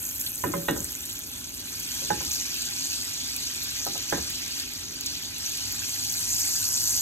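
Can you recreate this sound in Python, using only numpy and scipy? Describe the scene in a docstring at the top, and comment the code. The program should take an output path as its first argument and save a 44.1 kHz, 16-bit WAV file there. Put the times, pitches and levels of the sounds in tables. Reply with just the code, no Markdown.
"""Butter sizzles in a frying pan: countless small steam bubbles burst in the foam, some ring, a few spit
louder, and trapped steam escapes in crackling spurts. The pan is tilted about on the iron grate of a gas
stove; now and then it knocks and rocks, ringing with the bar it touches, and the hollow stove thuds.
The stove murmurs underneath. Close stereo microphone, small kitchen."""
import sys
import numpy as np
from scipy import signal
from scipy.fft import rfft, irfft, next_fast_len
from scipy.io import wavfile

SR = 44100
rng = np.random.default_rng(int(sys.argv[2]) if len(sys.argv) > 2 else 0)


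def generate_wav(sig):
    """Save sig (samples, or channels by samples) to the path in sys.argv[1] as 16-bit PCM at SR."""
    pcm = np.round(np.clip(np.atleast_2d(sig).T, -1, 1) * 32767).astype(np.int16)
    wavfile.write(sys.argv[1], SR, pcm)


N = 309140
FFT_SIZE = next_fast_len(N + SR)
FREQ_HZ = np.maximum(np.arange(FFT_SIZE // 2 + 1) * SR / FFT_SIZE, 1)
TIME_S = np.arange(N) / SR

# burner and kitchen (frequency [Hz], relative density [dB])
MURMUR_SPECTRUM = [(15, -53), (25, -61), (47, -1.5), (102, -1.5), (134, -7.5), (171, -4.5), (197, -16),
                   (251, -1), (393, -12.5), (426, -10.5), (516, -28), (559, -11.5), (689, -17.5),
                   (835, -20), (1150, -24.5), (1500, -19), (2530, -120)]
# faint hum (time [s], level [dB])
HUM_LEVEL = [(0, -56), (5.2, -79), (5.8, -53), (7, -52.5)]
# hollow stove under a blow (frequency [Hz], relative density [dB])
THUD_SPECTRUM = [(45, -36), (80, -5), (130, -1), (175, -1), (225, -1.5), (320, 4), (520, -9), (800, -12.5),
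                 (1600, -18), (3000, -39)]
# pan lands or rocks onto another bar; levels relative (time [s], blow [dB], contact cutoff [Hz],
# rattle [dB], bar pitch [Hz], bar level [dB], bar t60 [s], partial 2 [Hz], level 2 [dB],
# partial 3 [Hz], level 3 [dB], stove heave [dB], stove thud [dB], free ring [dB])
KNOCKS = [(0.439, -26.5, 2500, -11, 1000, -13, 0.049, 1786, -27, 2030, -33, -50, -30, -31),
          (0.537, -31, 2380, 1, 1040, -18, 0.062, 1265, -27, 2100, -31, -54, -34.5, -12),
          (0.684, -21, 4300, 1, 876, -18, 0.069, 1900, -20.5, 2770, -27, -36.5, -30, -19),
          (0.762, -35.5, 1510, -1, 830, -40, 0.062, 1600, -44, 1870, -43, -45, -41.5, -31),
          (2.021, -50, 650, 1, 554, -34.5, 0.1, 1110, -56, 1500, -58, -49, -45.5, -51),
          (2.104, -25.5, 2100, -3, 844, -13, 0.14, 1533, -22.5, 1635, -25, -39, -36, -48),
          (2.207, -39, 1500, 5, 870, -32, 0.053, 1030, -36, 1560, -49, -41.5, -46.5, -47),
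          (3.865, -34, 1350, 6, 797, -27, 0.16, 712, -27, 1276, -35, -58, -43, -52),
          (3.955, -40, 1300, 0, 796, -29.5, 0.07, 712, -34, 1280, -41, -60, -53, -56),
          (4.1242, -23.5, 2140, 8, 815, -17.5, 0.058, 1680, -25, 683, -31, -36.5, -35, -29),
          (4.176, -33, 1100, 1, 815, -33, 0.056, 710, -33, 1716, -42, -57, -48, -47)]
# struck pan and grate (frequency [Hz], relative level [dB], t60 [s])
PAN_MODES = [(173.6, -9.5, 0.18), (331, -6, 0.32), (460, -1.5, 0.14), (555, 0, 0.14), (730, -3, 0.056),
             (815, -7.5, 0.16), (996, -7.5, 0.16), (1283, -3.5, 0.055), (1478, -1.5, 0.09),
             (1594, -11, 0.26), (1750, -12, 0.16), (1820, -10, 0.29), (1980, -27, 0.28), (2410, -22, 0.17),
             (2616, -11, 0.099), (2897, -5, 0.12), (3430, -12, 0.22), (3710, -13, 0.22), (3700, -1, 0.07),
             (3920, -5, 0.065), (3960, -11, 0.19)]
# pan lifting off a bar (frequency [Hz], relative level [dB], t60 [s])
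FREE_MODES = [(171.5, -6, 0.3), (560, -3, 0.26)]
# pan stirred by the frying (frequency [Hz], level [dB], t60 [s])
SINGING_MODES = [(827, -61.5, 0.082), (1005, -65.5, 0.064), (1546, -64.5, 0.025)]
# steam escapes (time [s], swell [s], level [dB], centre [Hz])
SPURTS = [(0.195, 0.0067, -30, 12500), (0.208, .004, -33, 6860), (0.262, 0.005, -29, 3800),
          (1.030, .006, -38, 3500), (1.089, 0.0087, -36, 3740), (1.150, 0.011, -41, 3630),
          (1.315, 0.0086, -40, 3700), (1.348, 0.0042, -44, 6800), (1.372, 0.0058, -47, 3300),
          (1.439, .005, -35.5, 6300), (1.792, 0.0051, -33, 12000), (2.327, 0.0054, -33, 12500),
          (2.541, .004, -32, 12000), (3.361, .003, -29, 11900), (3.465, .004, -32, 4200),
          (3.631, .004, -29.5, 12000), (3.849, .003, -36, 12500), (4.119, .012, -42, 4100),
          (4.296, .005, -33, 12600), (5.006, 0.0028, -41, 12000), (5.06, 0.0027, -32, 12000),
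          (5.061, 0.0055, -30, 5800), (5.064, 0.0056, -32, 4000), (5.442, 0.0052, -37, 4500),
          (5.455, 0.0061, -40, 12500), (5.722, 0.0023, -38, 12500), (6.119, .007, -33, 12600),
          (6.772, .004, -27, 4600)]
# loudest spits of fat (time [s], relative peak [dB], pitch [Hz])
SPITS = [(0.090, -24, 7000), (0.214, -19, 6900), (0.379, -23, 8500), (0.7103, -20, 6330),
         (0.8046, -17.5, 6940), (0.829, -24, 7500), (0.8445, -16.5, 8200), (0.9073, -23, 6610),
         (0.921, -19, 13000), (0.9517, -18.5, 6890), (1.006, -25, 7700), (1.054, -23, 7400),
         (1.100, -22, 7300), (1.1283, -23, 7140), (1.1915, -19, 11500), (1.4935, -24, 12500),
         (1.541, -23, 8900), (1.5705, -25, 12500), (1.918, -20, 6250), (2.2498, -21, 6730),
         (2.3171, -17, 6950), (2.349, -19, 6800), (2.4264, -21, 7990), (2.5426, -20, 6190),
         (2.7107, -20, 6470), (3.3643, -22, 6900), (3.560, -21, 11500), (3.8501, -21, 6170),
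         (3.851, -18, 12500), (3.8675, -21, 12000), (3.9784, -19, 6270), (4.0996, -19.5, 6240),
         (4.1755, -22, 12000), (4.1815, -19, 7300), (4.2255, -20, 6800), (4.4812, -22, 7220),
         (4.5984, -21, 6600), (4.5995, -19.5, 9500), (4.7357, -21, 11500), (5.0095, -19.5, 6910),
         (5.0105, -21, 11500), (5.0609, -22, 6310), (5.225, -24, 6790), (5.236, -23, 6500),
         (5.3835, -20, 11500), (5.497, -22, 8200), (5.5755, -19.5, 11000), (5.7074, -20, 6300),
         (5.7235, -18, 12000), (5.8935, -19.5, 6730), (6.2287, -19, 6140), (6.3185, -17, 6330),
         (6.4502, -17, 7100), (6.8947, -14, 7240)]
# tone of the frying (frequency [Hz], gain [dB])
FRY_SPECTRUM = [(1000, -19.5), (1600, -10), (1950, -13.5), (2300, -4), (3100, -5), (3800, -2), (4650, 3.5),
                (5250, -1.1), (6300, 4.5), (7300, 0.24), (8500, -1.5), (10300, -6), (13000, -3),
                (15500, -17.5)]
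# frying surges as melted butter runs onto hot metal (time [s], vigour [dB])
VIGOUR = [(0.01, -36), (0.6, -37.5), (1.13, -37.5), (1.25, -39.5), (1.35, -38), (1.53, -40.5),
          (1.99, -32.5), (2.15, -35.5), (2.33, -30.5), (2.47, -33.5), (2.93, -31.5), (3.19, -34),
          (3.7, -34), (4.27, -34.5), (4.41, -36), (4.59, -33.5), (4.68, -38), (4.97, -39), (5.11, -36),
          (5.33, -38), (5.44, -32.5), (5.63, -34), (6.12, -30), (6.39, -27), (6.62, -27.5), (6.92, -26)]
# large bubbles to fine spray (pitch [Hz], change under foam [dB], growth in fierce frying [dB/dB])
BUBBLES = [(2050, 4, 0), (3740, 7.5, -0.43), (4430, 11.5, 0.44), (6980, 0, 1.2954), (13300, -11, 1.11)]
# low noise, left against right (frequency [Hz], correlation [-1..1])
LOW_CORRELATION = [(60, 0.89), (250, 0.91), (420, 0.16), (620, -0.48), (1000, -0.67), (1500, 0.016)]
# pan to microphone (frequency [Hz], left lead [rad], left minus right [dB])
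PAN_PATH = [(100, 0, 0), (380, -.3, 0), (560, -1.6, -4), (850, -1.9, -7), (1050, -1.1, -3), (1500, .7, -3),
            (1900, .6, -3), (4000, 1.2, -1.5)]
# frying to microphone (frequency [Hz], left lead [rad])
FRY_LEAD = [(0, 0), (700, -2), (1500, .7), (1900, .4), (2200, -3.2), (4850, -3.14), (7300, 0),
            (22050, 18.35)]
# frying that arrives directly (frequency [Hz], power share [0..1])
DIRECT_SHARE = [(1000, 0.45), (2200, 0.7), (3000, 0.1), (3800, 0.3), (4650, 0.9), (5400, 0.55), (6500, .9),
                (15000, .92)]
# whole kitchen (frequency [Hz], left minus right [dB])
BALANCE = [(60, -1), (200, -2.5), (380, 3), (700, -1), (1300, -2.5), (2400, -0.5), (5000, -0.3)]

BUBBLE_HZ = [row[0] for row in BUBBLES]
PIP_LOW_HZ, PIP_HIGH_HZ = 2600, 15000


def from_db(db):
    """Decibels to gain."""
    return 10 ** (np.asarray(db) / 20)


def unit_rms(x):
    """Scale to unit power."""
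    return x / np.sqrt(np.mean(x ** 2) + 1e-20)


def over_time(table):
    """Time curve at every sample."""
    return np.interp(TIME_S, *np.transpose(table))


def at_hz(table, hz):
    """Table lookup on a log-frequency axis."""
    table_hz, values = np.transpose(table)
    return np.interp(np.log(hz), np.log(table_hz), values)


def shaped(x, response):
    """Filter by a frequency response."""
    return irfft(rfft(x, FFT_SIZE) * response, FFT_SIZE)[..., :N]


def butter(x, order, edge_hz, kind="low"):
    """Maximally flat filter."""
    return signal.sosfilt(signal.butter(order, edge_hz, kind, fs=SR, output="sos"), x)


def drift(rate_hz):
    """Smooth random curve, unit RMS."""
    hop, settle = 40, 2000
    r = np.exp(-2 * np.pi * rate_hz * hop / SR)
    slow = signal.lfilter([1], [1, -2 * r, r * r], rng.standard_normal(N // hop + settle + 2))[settle:]
    return np.interp(np.arange(N) / hop, np.arange(len(slow)), unit_rms(slow))


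def ring(drive, hz, t60_s):
    """Resonator: a unit click starts a decaying unit sine."""
    r, w = from_db(-60 / (t60_s * SR)), 2 * np.pi * hz / SR
    return signal.lfilter([0, np.sin(w)], [1, -2 * r * np.cos(w), r * r], drive + 1e-18)


def add(out, time_s, sound):
    """Mix a sound in at time_s."""
    start = int(np.clip(round(time_s * SR), 0, N - 1))
    out[start:start + len(sound)] += sound[:N - start]


def low_noise(spectrum):
    """Coloured stereo noise, alike on both sides in the bass."""
    mid, side = rng.standard_normal((2, N))
    alike = at_hz(LOW_CORRELATION, FREQ_HZ)
    rolloff = (1 + (FREQ_HZ / spectrum[-1][0]) ** 4) * (1 + (20 / FREQ_HZ) ** 4)
    gain = from_db(at_hz(spectrum, FREQ_HZ)) / rolloff
    mid, side = shaped(mid, gain * np.sqrt(1 + alike)), shaped(side, gain * np.sqrt(1 - alike))
    return unit_rms(mid + side * [[1], [-1]])


def kitchen(t60_s=0.25, near_s=0.006, near_db=8):
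    """Stereo room response: dense reflections off the stove, then a soft tail."""
    t = TIME_S[:SR // 2]
    fade = (from_db(-60 * t / t60_s) + from_db(near_db) * np.exp(-t / near_s)) * (t > 0.001)
    echoes = rng.standard_normal((2, len(t))) * fade
    return rfft(echoes / np.sqrt(np.sum(echoes ** 2, axis=1, keepdims=True)), FFT_SIZE)


def murmur(hum_hz=103):
    """Steady noise of burner and kitchen, plus a faint hum."""
    hum = np.sqrt(2) * np.sin(2 * np.pi * hum_hz * TIME_S + 0.18 * drift(0.64))
    return from_db(-47.5) * low_noise(MURMUR_SPECTRUM) + from_db(over_time(HUM_LEVEL)) * hum


def stove_heaves(hz=73.7, delay_s=0.0592, swell_s=0.022):
    """The stove gives under the pan's weight and sways for a few cycles."""
    out, t = np.zeros(N), TIME_S[:SR // 2]
    sway = np.sin(2 * np.pi * hz * t) * t / swell_s * np.exp(1 - t / swell_s)
    for time_s, *_, heave_db, _, _ in KNOCKS:
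        add(out, time_s + delay_s, from_db(heave_db) * sway)
    return out


def stove_thuds(rise_s=0.0072, t60_s=0.39):
    """The hollow stove answers each knock and rumbles on."""
    power, t = np.zeros(N), TIME_S[:SR]
    swell = from_db(-60 * t / t60_s) * (1 - np.exp(-t / rise_s)) ** 2
    for time_s, *_, thud_db, _ in KNOCKS:
        add(power, time_s, (from_db(thud_db) * swell) ** 2)
    return np.sqrt(power) * low_noise(THUD_SPECTRUM)


def pan_singing(vigour_exponent=0.63):
    """Bursts on the pan's floor keep a few modes faintly ringing."""
    modes = sum(from_db(db) * unit_rms(ring(rng.standard_normal(N), hz, t60_s))
                for hz, db, t60_s in SINGING_MODES)
    return modes * unit_rms(from_db(over_time(VIGOUR)) ** vigour_exponent)


def pan_knocks(crack_db=3, crack_s=0.004, rattle_s=0.03, rattle_hz=2120, partial_t60_s=0.083,
               free_rise_s=0.028):
    """The pan cracks onto a bar, rattles, rings with it, and swells into a free ring as it lifts."""
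    out, t = np.zeros(N), TIME_S[:SR // 2]
    click = t == 0
    body, free = (sum((-1) ** k * from_db(db) * ring(click, hz, t60_s)
                      for k, (hz, db, t60_s) in enumerate(modes)) for modes in (PAN_MODES, FREE_MODES))
    free *= 1 - np.exp(-t / free_rise_s)
    for time_s, blow_db, contact_hz, rattle_db, *bar_columns, _, _, free_db in KNOCKS:
        hz1, db1, bar_t60_s, hz2, db2, hz3, db3 = bar_columns
        partials = (hz1, db1, bar_t60_s), (hz2, db2, partial_t60_s), (hz3, db3, partial_t60_s)
        bar = sum(from_db(db) * ring(click, hz, t60_s) for hz, db, t60_s in partials)
        fade = from_db(crack_db) * np.exp(-t / crack_s) + from_db(rattle_db) * np.exp(-t / rattle_s)
        rattle = butter(fade * rng.standard_normal(len(t)), 2, rattle_hz)
        clack = butter(body + rattle, 6, contact_hz)  # soft contact: quiet high modes
        add(out, time_s, from_db(blow_db) * clack + bar + from_db(free_db) * free)
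    return out


def steam_spurts(width_oct=0.64, crackle_db=5):
    """A steam jet swells and dies, tearing the fat into tiny ticks."""
    out, t = np.zeros(N), TIME_S[:SR // 8]
    for time_s, swell_s, level_db, hz in SPURTS:
        ticks = rng.standard_normal(len(t))
        ticks *= from_db(crackle_db * np.minimum(rng.exponential(1, len(t)), 4))
        jet = unit_rms(butter(ticks, 2, [hz / 2 ** (width_oct / 2), hz * 2 ** (width_oct / 2)], "band"))
        add(out, time_s, from_db(level_db) * jet * t / swell_s * np.exp(1 - t / swell_s))
    return out


def spits(rise_cycles=2.54, crack_db=-3):
    """A larger bubble snaps: a few cycles at its pitch and a broad crack."""
    out, t = np.zeros(N), TIME_S[:SR // 100]
    for time_s, peak_db, hz in SPITS:
        age = t * hz / rise_cycles
        crack = from_db(crack_db) * butter(rng.standard_normal(len(t)), 2, 4000, "high")
        snap = (np.sin(2 * np.pi * hz * t) + crack) * age * np.exp(-age)
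        add(out, time_s, from_db(peak_db) * snap / np.abs(snap).max())
    return out


def bubble_swells(fierce_db=-35, foam_start_s=0.28, foam_spread_s=2.0):
    """Gain per bubble size over time, from vigour and from the foam that the sliding butter spreads."""
    vigour_db = over_time(VIGOUR)
    gentle_db, excess_db = np.minimum(vigour_db, fierce_db), np.maximum(vigour_db - fierce_db, 0)
    cover = np.clip((TIME_S - foam_start_s) / foam_spread_s, 0, 1)
    return np.array([unit_rms(from_db(gentle_db + growth * excess_db + foam_db * cover))
                     for _, foam_db, growth in BUBBLES])


def bubble_pips(per_s=520, decay_cycles=17, spread_db=11, glide=0.003):
    """Some bubbles ring briefly as they open, rising slightly in pitch."""
    out, t = np.zeros(N), TIME_S[:SR // 45]
    swells = bubble_swells()
    for when, pitch, size, length in rng.random((int(per_s * N / SR), 4)):
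        hz = PIP_LOW_HZ + pitch * (PIP_HIGH_HZ - PIP_LOW_HZ)
        age = t * hz / (decay_cycles * (0.5 + length))
        swell = at_hz(list(zip(BUBBLE_HZ, swells[:, int(when * N)])), hz)
        gain = swell * from_db(at_hz(FRY_SPECTRUM, hz) + spread_db * size ** 2)
        tone = np.sin(2 * np.pi * hz * t * (1 + glide * np.minimum(age, 10)))
        add(out, when * N / SR, gain * tone * np.exp(-age) * (1 - np.exp(-10 * age)))
    return unit_rms(out)


def foam(base_per_s=5000, spread_db=5, width_oct=0.21, clump_db=3, haze_db=-1, haze_dip_db=2,
         cluster_db=2, reference_hz=6980):
    """Bubbles tick in clumps over a haze of tiny ones. Rows: bursts, left wash, right wash."""
    swells = bubble_swells()
    # bursts thicken as foam spreads, thin a little in the fiercest frying
    rate_per_s = base_per_s * swells[1] ** 1.1
    clumps = drift(70)  # one burst sets off its neighbours
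    onsets = np.flatnonzero(rng.random(N) < rate_per_s * from_db(clump_db * clumps) / SR)
    size = from_db(spread_db * np.minimum(rng.exponential(1, N), 2.58))
    height = (size * rng.choice([-1, 1], N) / np.sqrt(rate_per_s))[onsets]
    pitch_oct = rng.uniform(np.log2(600), np.log2(24000), N)[onsets]
    edges_hz, out = np.geomspace(700, 17000, 24), np.zeros((3, N))
    white = rng.standard_normal((2, 3, N))
    for k, (low_hz, high_hz) in enumerate(zip(edges_hz, edges_hz[1:])):
        hz, ticks, drive = np.sqrt(low_hz * high_hz), np.zeros(N), white[k % 2].copy()
        ticks[onsets] = height * np.exp(-0.5 * ((pitch_oct - np.log2(hz)) / width_oct) ** 2)
        # large bubbles burst more softly, in looser clusters
        haze = from_db(haze_db - haze_dip_db * clumps) * (reference_hz / hz) ** 0.026 * drive[0]
        clusters = from_db(cluster_db * np.sqrt(reference_hz / max(hz, PIP_LOW_HZ)) * drift(25))
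        drive[0] = unit_rms(unit_rms(ticks) + haze)
        weights = [at_hz(list(zip(BUBBLE_HZ, row)), hz) for row in np.eye(len(BUBBLES))]
        band = butter(drive, 2, [low_hz, high_hz], "band")
        out += (-1) ** k * band * np.dot(weights, swells) * clusters
    return unit_rms(shaped(out, from_db(at_hz(FRY_SPECTRUM, FREQ_HZ))))


def scene():
    """Frying and knocks reach the microphone directly and via the room, over the stove's low sounds."""
    sides = np.array([[0.5], [-0.5]])
    room, second_spot_room = kitchen(), kitchen()
    frying = from_db(-32) * foam()
    bursts, wash = frying[0] + from_db(-38.5) * bubble_pips(), frying[1:]
    fry_path = np.exp(1j * np.interp(FREQ_HZ, *np.transpose(FRY_LEAD)) * sides)
    direct_share = at_hz(DIRECT_SHARE, FREQ_HZ)
    # indirect power: half smooth wash, half echoes that vary with the spot in the pan
    indirect_gain, spot_rad = np.sqrt((1 - direct_share) / 2), np.pi * drift(19.5)
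    echoes = shaped(bursts * np.cos(spot_rad), indirect_gain * room)
    echoes += shaped(bursts * np.sin(spot_rad), indirect_gain * second_spot_room)
    sizzle = shaped(bursts, np.sqrt(direct_share) * fry_path) + echoes + shaped(wash, indirect_gain)
    snaps = shaped(from_db(3.3) * spits() + steam_spurts(), fry_path + from_db(-14) * room)

    hz, lead_rad, left_db = np.transpose(PAN_PATH)
    pan_path = np.exp(1j * np.interp(FREQ_HZ, hz, lead_rad) * sides)
    pan_path *= from_db(np.interp(FREQ_HZ, hz, left_db) * sides)
    pan = shaped(from_db(-4.5) * pan_knocks() + pan_singing(), pan_path + from_db(-15) * room)
    stove = from_db(6.5) * stove_thuds() + stove_heaves()
    return shaped(sizzle + snaps + pan + stove + murmur(), from_db(at_hz(BALANCE, FREQ_HZ) * sides))


def record(dry):
    """Steep low-pass."""
    cutoff_hz = 15750
    return signal.sosfilt(signal.ellip(12, 0.1, 80, cutoff_hz, fs=SR, output="sos"), dry)


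dry = scene()
out = record(dry)
generate_wav(out)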